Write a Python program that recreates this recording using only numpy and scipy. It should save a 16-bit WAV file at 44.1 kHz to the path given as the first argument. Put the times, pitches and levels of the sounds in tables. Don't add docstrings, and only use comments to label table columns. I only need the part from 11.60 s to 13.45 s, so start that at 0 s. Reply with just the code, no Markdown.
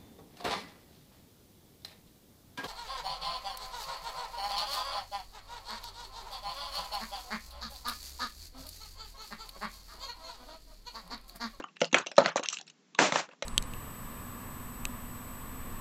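import sys
import numpy as np
from scipy import signal
from scipy.fft import rfft, irfft
from scipy.io import wavfile
from scipy.ndimage import uniform_filter1d

SR = 44100
rng = np.random.default_rng(int(sys.argv[2]) if len(sys.argv) > 2 else 0)


def dump(signal):
    limited = np.clip(np.atleast_2d(signal).T, -1, 1)
    pcm = np.round(limited * 32767).astype(np.int16)
    wavfile.write(sys.argv[1], SR, pcm)


def boost_factor(decibels):
    exponent = np.asarray(decibels, float) / 20
    return 10 ** exponent


N = 81585
STFT = dict(nperseg=256, noverlap=192)


def evened(x):
    return x / np.sqrt(np.mean(x ** 2) + 1e-20)


def read(points, hz):
    f, value = np.transpose(points)
    return np.interp(np.log(hz + 1), np.log(f + 1), value)


def colour(x, points):
    gain = boost_factor(read(points, np.fft.rfftfreq(len(x), 1 / SR)))
    return irfft(rfft(x) * gain, len(x))


def add(mix, start_s, sound):
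    part = mix[max(round(start_s * SR), 0):][:len(sound)]
    part += sound[:len(part)]


def smooth(grid, bins, frames):
    return uniform_filter1d(uniform_filter1d(grid, size=bins, axis=0), size=frames, axis=1)


def ring(x, hz, width_hz):
    r = np.exp(-np.pi * width_hz / SR)
    return 2 * signal.lfilter([1 - r], [1, -r * np.exp(2j * np.pi * hz / SR)], x).real


def ring_twice(x, hz, width_hz):
    return ring(ring(x, hz, width_hz), hz, 2 * width_hz)


# pitch_hz, level_db (per Hz)
FLOOR_SPECTRUM = [(71, -57.5), (120, -31.5), (158, -1.5), (240, -11.5), (305, -10.5), (357, -18.5),
                  (396, -12), (522, -22), (7500, -29), (9750, -65), (16500, -120)]


def room_floor():
    return boost_factor(-66) * evened(colour(rng.standard_normal(N), FLOOR_SPECTRUM))


def drag(strokes, spectrum, grain, patch_db):
    dull_hz, treble_hz, treble_knee_db, treble_slope = 970, 4000, -39.5, 0.46
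    grains_per_s, grain_db = 5600, 2.5
    t = np.arange(N) / SR
    grains = boost_factor(grain_db * np.minimum(rng.exponential(1, N), 4)) * (rng.random(N) < grains_per_s / SR)
    z = signal.stft(rng.standard_normal(N) * (1 + grain * grains), **STFT)[2]
    patches = evened(smooth(rng.standard_normal(z.shape), 5, 9))
    depth_db = patch_db * np.linspace(0.5, 3, len(z))[:, None]
    hiss = signal.istft(z * boost_factor(depth_db * patches), **STFT)[1][:N]
    hiss = evened(colour(hiss, spectrum))
    low = signal.lfilter(*signal.butter(2, dull_hz, fs=SR), hiss)
    top = hiss - signal.lfilter(*signal.butter(1, treble_hz, fs=SR), hiss)
    out = np.zeros(N)
    for start_s, pressure_db, dullness_db in map(np.transpose, strokes):
        press_db = np.interp(t, start_s, pressure_db, -200, -200)
        lost = 1 - boost_factor(treble_slope * np.minimum(press_db - treble_knee_db, 0))
        dulled_low = low * boost_factor(np.interp(t, start_s, dullness_db))
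        out += boost_factor(press_db) * (hiss - lost * top - low + dulled_low)
    return out


# start_s, pressure_db, dullness_db
SHOVES = [
    [(0, -42.5, 13.5), (.03, -58.5, -8), (.11, -87.5, 28), (.13, -97, -13)],
    [(.215, -51.5, 12), (.23, -43, 7.5), (.265, -53, 13.5), (.29, -70, -22.5)],
    [(.328, -50.5, -3), (.35, -28, 5.5), (.4, -34.5, 7.5), (.43, -45.5, -5), (.46, -60.5, -12),
     (.48, -45.5, 5), (.5, -82, -0.5), (.53, -69, 16), (.55, -70, -20)],
    [(.575, -40.5, 2), (.59, -30.5, 15.5), (.645, -35.5, 13), (.655, -33.5, 12), (.685, -31, 2.5),
     (.72, -45.5, -27), (.75, -57.5, 0), (.78, -31.5, -17), (.82, -74, -1)],
    [(.83, -33, -9), (.87, -58.5, -28), (.92, -54, -12), (.935, -56, -28), (.955, -85, -21.5),
     (.98, -77, 10), (1.015, -55.5, -5), (1.03, -82.5, 2)],
]
# pitch_hz, level_db (per Hz)
RUSTLE_SPECTRUM = [(71, -47), (120, -9.5), (878, -4.5), (991, -0.5), (1310, 1.5), (2000, -2.5), (2750, -7),
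                   (6530, -22), (7500, -23), (9750, -52.5), (16500, -120)]


def shoves():
    return drag(SHOVES, RUSTLE_SPECTRUM, grain=2.1, patch_db=6.0)


def click(peak_db, pitch_hz, t60_s):
    t = np.arange(4410) / SR
    rise = 1 - np.exp(-t * pitch_hz / 0.22)
    swing = np.sin(2 * np.pi * pitch_hz * t) * rise * boost_factor(-60 * t / t60_s)
    return boost_factor(peak_db) * swing / abs(swing).max()


# start_s, peak_db, pitch_hz, t60_s
CLICKS = [(.0005, -34, 285, 0.021), (.025, -42.5, 2775, 0.034), (.0395, -38, 2990, 0.027),
          (.040, -49, 6660, 0.025), (.042, -30.5, 1250, 0.022), (.085, -50.5, 1120, 0.071),
          (.086, -57, 2700, .03), (.329, -28.5, 2757, 0.039), (.331, -23.5, 282, 0.027),
          (.3440, -13.5, 1904, 0.011), (.3442, -10, 2510, 0.019), (.3441, -11.5, 3310, 0.0092),
          (.3455, -15, 1672, .023), (.348, -18, 695.5, 0.016), (.5805, -15.5, 4060, 0.021),
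          (.5815, -9.5, 1250, .02), (.5822, -5, 539.4, 0.0487), (.9305, -26.5, 6100, .01),
          (.9306, -23.5, 7700, 0.012), (.930, -31, 1240, 0.019), (.9408, -27, 4000, 0.007),
          (.9452, -33.5, 7370, 0.0083), (.9453, -38, 2700, 0.011), (.963, -50, 2700, .01),
          (.971, -31.5, 2860, .012), (.9872, -33, 3300, .008), (.9922, -32.5, 4000, 0.0049),
          (.999, -47.5, 800, 0.023), (1.0125, -45.5, 745, 0.019), (1.012, -44, 5640, .008),
          (.2158, -17, 2955, 0.016), (.2159, -20.5, 5730, 0.0044), (.2185, -21, 560, 0.027),
          (.2442, -27, 2700, 0.011), (.2443, -28, 4350, .008), (.470, -28, 2758, 0.029),
          (.465, -34, 549, 0.027), (.516, -37, 593, 0.017), (.6598, -17, 4300, 0.0066),
          (.7595, -18, 550, 0.028), (.7596, -25.5, 6370, 0.0031), (.795, -35, 586, 0.05),
          (.8865, -24, 6520, 0.007), (1.35, -31.5, 3590, 0.0064), (1.351, -41, 1113, .03),
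          (1.8235, -29, 3890, 0.0093), (1.8236, -27, 2900, 0.0082), (.583, -18.5, 265, 0.047),
          (1.3903, -6.5, 1638, 0.0055), (1.3905, -10, 2590, 0.0033)]


def slip_clicks(tracks):
    for k, (start_s, *slip) in enumerate(CLICKS):
        add(tracks[k % 3], start_s, click(*slip))


# pitch_ratio (share of crease pitch), width_ratio (share of crease pitch), level_db
CREASE = [(.6, 0.4, -6.5), (1., 0.12, 8.5), (1.4, 0.36, -10)]
# pitch_hz, width_hz, level_db
FIZZ = [(3460, 880, -3.5), (6100, 590, 2.5), (6850, 660, -6), (8760, 910, 0.5)]
# pitch_hz, level_db, t60_s
SHEET = [(166.9, -11.5, 0.25), (262, -2.5, 0.018), (357.8, -15.5, 0.022), (537, 5.5, 0.025),
         (657, -4, 0.048), (788, -8, 0.036), (856, -3.5, 0.079), (1250, -16.5, .04)]


def snap(peak_db, boom_db, bright_db, pitch_hz, length_s):
    t = np.arange(4410) / SR
    length_s = np.clip(length_s, .0003, .02)
    slips = rng.standard_normal(len(t)) * boost_factor(7.1 * rng.standard_normal(len(t)))
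    slips = slips * (1 - np.exp(-t / (0.4 * length_s))) * np.exp(-t / length_s)
    bend = 1 + 0.19 * (2 * rng.random(20) - 1)
    crease, fizz, body = np.zeros((3, len(t)))
    for k, (ratio, width, db) in enumerate(CREASE):
        crease += (-1) ** k * boost_factor(db) * ring_twice(slips, ratio * pitch_hz, width * pitch_hz)
    for k, (hz, width_hz, db) in enumerate(FIZZ):
        fizz += (-1) ** k * boost_factor(db) * ring_twice(slips, hz * bend[k], width_hz)
    for k, (hz, db, t60_s) in enumerate(SHEET):
        bent_hz = hz * (1 + 0.035 * (bend[k + 4] - 1))
        body += boost_factor(db) * ring(slips, bent_hz, 1.96 / t60_s) * np.sqrt(t60_s)
    gains = boost_factor([-8.5, 3.5 + bright_db, 12 + boom_db, -22.5])
    return boost_factor(peak_db) * sum(g * p / abs(p).max() for g, p in zip(gains, [crease, fizz, body, slips]))


# start_s, peak_db, boom_db, bright_db, pitch_hz (of the crease)
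POPS = [(.001, -42, -1, -31, 1520), (0.04, -23, -38.5, -43, 1300), (0.2154, -11.5, -15, -20.5, 3110),
        (.328, -28, -9.5, 4.5, 2700), (0.3437, -5, -24, -15.5, 2190), (0.4675, -25.5, -17, 1.5, 2750),
        (0.5146, -25.5, -28.5, -10.5, 2390), (0.5801, -13, -5, -24.5, 1250), (0.583, -16, -6.5, -9, 1000),
        (.659, -5.5, -22.5, -26, 1990), (0.68, -21.5, -16, -26.5, 2020), (0.7583, -14, -20, -17, 1165),
        (.794, -23.5, -12, -27, 1107), (1.3872, -14.5, -17, -6.5, 1190), (1.390, -7.5, -21, -32.5, 1840),
        (1.522, -16.5, -8, -13.5, 1306), (1.557, -10.5, -13.5, -14, 1750), (1.689, -37.5, -16, -39.5, 1760),
        (1.732, -41.5, -18.5, -26, 1562), (1.823, -19, -15, -13, 2280)]


def buckling_pops(tracks):
    for k, (start_s, *pop) in enumerate(POPS):
        add(tracks[k % 3], start_s, snap(*pop, length_s=0.0024))


# start_s, peak_db, bright_db, length_s
TICKS = [(0.08, -41.5, -23.5, 0.0092), (0.1594, -43, -18, 0.0046), (0.166, -29, -22.5, 0.0033),
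         (0.203, -24, -10.5, 0.0053), (0.2437, -21.5, -5.5, 0.0014), (0.25, -22.5, -11, 0.0019),
         (0.254, -37, -3, 0.0025), (0.312, -37.5, -18, 0.0056), (0.383, -14.5, -9, 0.0038),
         (0.462, -25, -16, 0.0024), (0.556, -44, -4.5, 0.0019), (.565, -32, -3, 0.003),
         (0.7654, -20, -3.5, 0.0021), (0.77, -28, -1, 0.0036), (0.834, -28.5, -1, 0.0028),
         (0.8583, -16, -8.5, 0.002), (0.887, -23, 7, 0.00033), (0.899, -26.5, -0.5, 0.003),
         (0.924, -21, -5, 0.011), (0.942, -32, -2.5, 0.0025), (0.969, -24, -13.5, 0.0019),
         (0.986, -25, -8, 0.0014), (0.999, -44, -10, 0.00076), (1.0118, -38, -1.5, 0.0015),
         (1.067, -46.5, -7, 0.002), (1.075, -35.5, -8, 0.0072), (1.097, -36.5, -5, 0.0044),
         (1.347, -27.5, -13, 0.003), (0.192, -63.5, 5.5, 0.004), (1.711, -39, -35.5, 0.0079)]


def crease_ticks(tracks):
    for k, (start_s, peak_db, bright_db, length_s) in enumerate(TICKS):
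        tick = snap(peak_db, -48, bright_db, 2700, length_s)
        add(tracks[(k + 2) % 3], start_s, tick)


# start_s, pressure_db, dullness_db
SLIDE = [
    [(1.378, -55, 7), (1.386, -42.5, -19.5), (1.39, -22.5, 5), (1.43, -23, 3.5), (1.47, -27, 0),
     (1.495, -34, 8), (1.52, -42, -29.5)],
    [(1.52, -40.5, -16), (1.545, -30.5, 1.5), (1.6, -29.5, -19), (1.62, -41, -1), (1.655, -49.5, -26.5),
     (1.685, -63.5, 2), (1.72, -55.5, -8.5), (1.76, -66.5, -2)],
]
# pitch_hz, level_db (per Hz)
SLIDE_SPECTRUM = [(110, -14), (250, -2), (700, 0), (2400, -5), (4500, -10), (7000, -11), (16000, -14)]


def long_slide():
    return drag(SLIDE, SLIDE_SPECTRUM, grain=0.38, patch_db=0.0)


# pitch_hz, t60_s
ROOM = [(200, 1), (700, 0.69), (2000, 0.18), (5000, 0.99), (8000, 0.17)]


def tail():
    gap_s, cut_s, cut_db = 0.0052, 0.051, -14
    t = np.arange(SR // 3) / SR
    hz, u, z = signal.stft(rng.standard_normal(len(t)), SR, nperseg=256)
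    decay = boost_factor(-60 * u / read(ROOM, hz)[:, None])
    h = signal.istft(z * decay, SR, nperseg=256)[1][:len(t)]
    h = h * np.clip(t / gap_s, 0, 1) ** 2 * boost_factor(cut_db * (t / cut_s) ** 3)
    return h / np.linalg.norm(h)


def suppress(x, gate_db):
    z = signal.stft(x, **STFT)[2]
    power = smooth(abs(z) ** 2, 5, 5)
    power_db = 10 * np.log10(power.clip(1e-20) * 128)
    gain = boost_factor(1.5 * np.minimum(power_db - gate_db, 0))
    return signal.istft(z * gain, **STFT)[1][:N]


def scene():
    tracks = np.zeros((3, N))
    slip_clicks(tracks)
    buckling_pops(tracks)
    crease_ticks(tracks)
    wet = sum(signal.oaconvolve(x, tail())[:N] for x in tracks)
    room = suppress(boost_factor(-13) * wet, gate_db=-53)
    rub = suppress(shoves() + long_slide(), gate_db=-59)
    return (tracks.sum(0) + room + rub + room_floor())[None]


# pitch_hz, level_db
TREBLE_EDGE = [(4300, -0.5), (4900, -2), (5500, 0.5), (7300, -0.5), (7800, -8.5), (8200, -13.5), (8500, -16),
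               (9200, -37), (9500, -52.5), (15500, -57.5), (16000, -91)]


def band_shaping(x):
    x = signal.sosfilt(signal.butter(4, 144.4, "high", fs=SR, output="sos"), x)
    x = signal.lfilter(*signal.iirnotch(8000, 90, SR), x)
    x = colour(x, TREBLE_EDGE)
    treble = signal.lfilter(*signal.butter(2, 4500, "high", fs=SR), x)
    grit = rng.standard_normal(N) * abs(treble) ** 1.5
    return x + boost_factor(-29) * signal.sosfilt(signal.butter(8, 9300, "high", fs=SR, output="sos"), grit)


def low_pass(x):
    return signal.sosfilt(signal.butter(12, 16200, fs=SR, output="sos"), x)


def record(dry):
    mix = band_shaping(dry[0])[None]
    return low_pass(mix)


dry = scene()
out = record(dry)
dump(out)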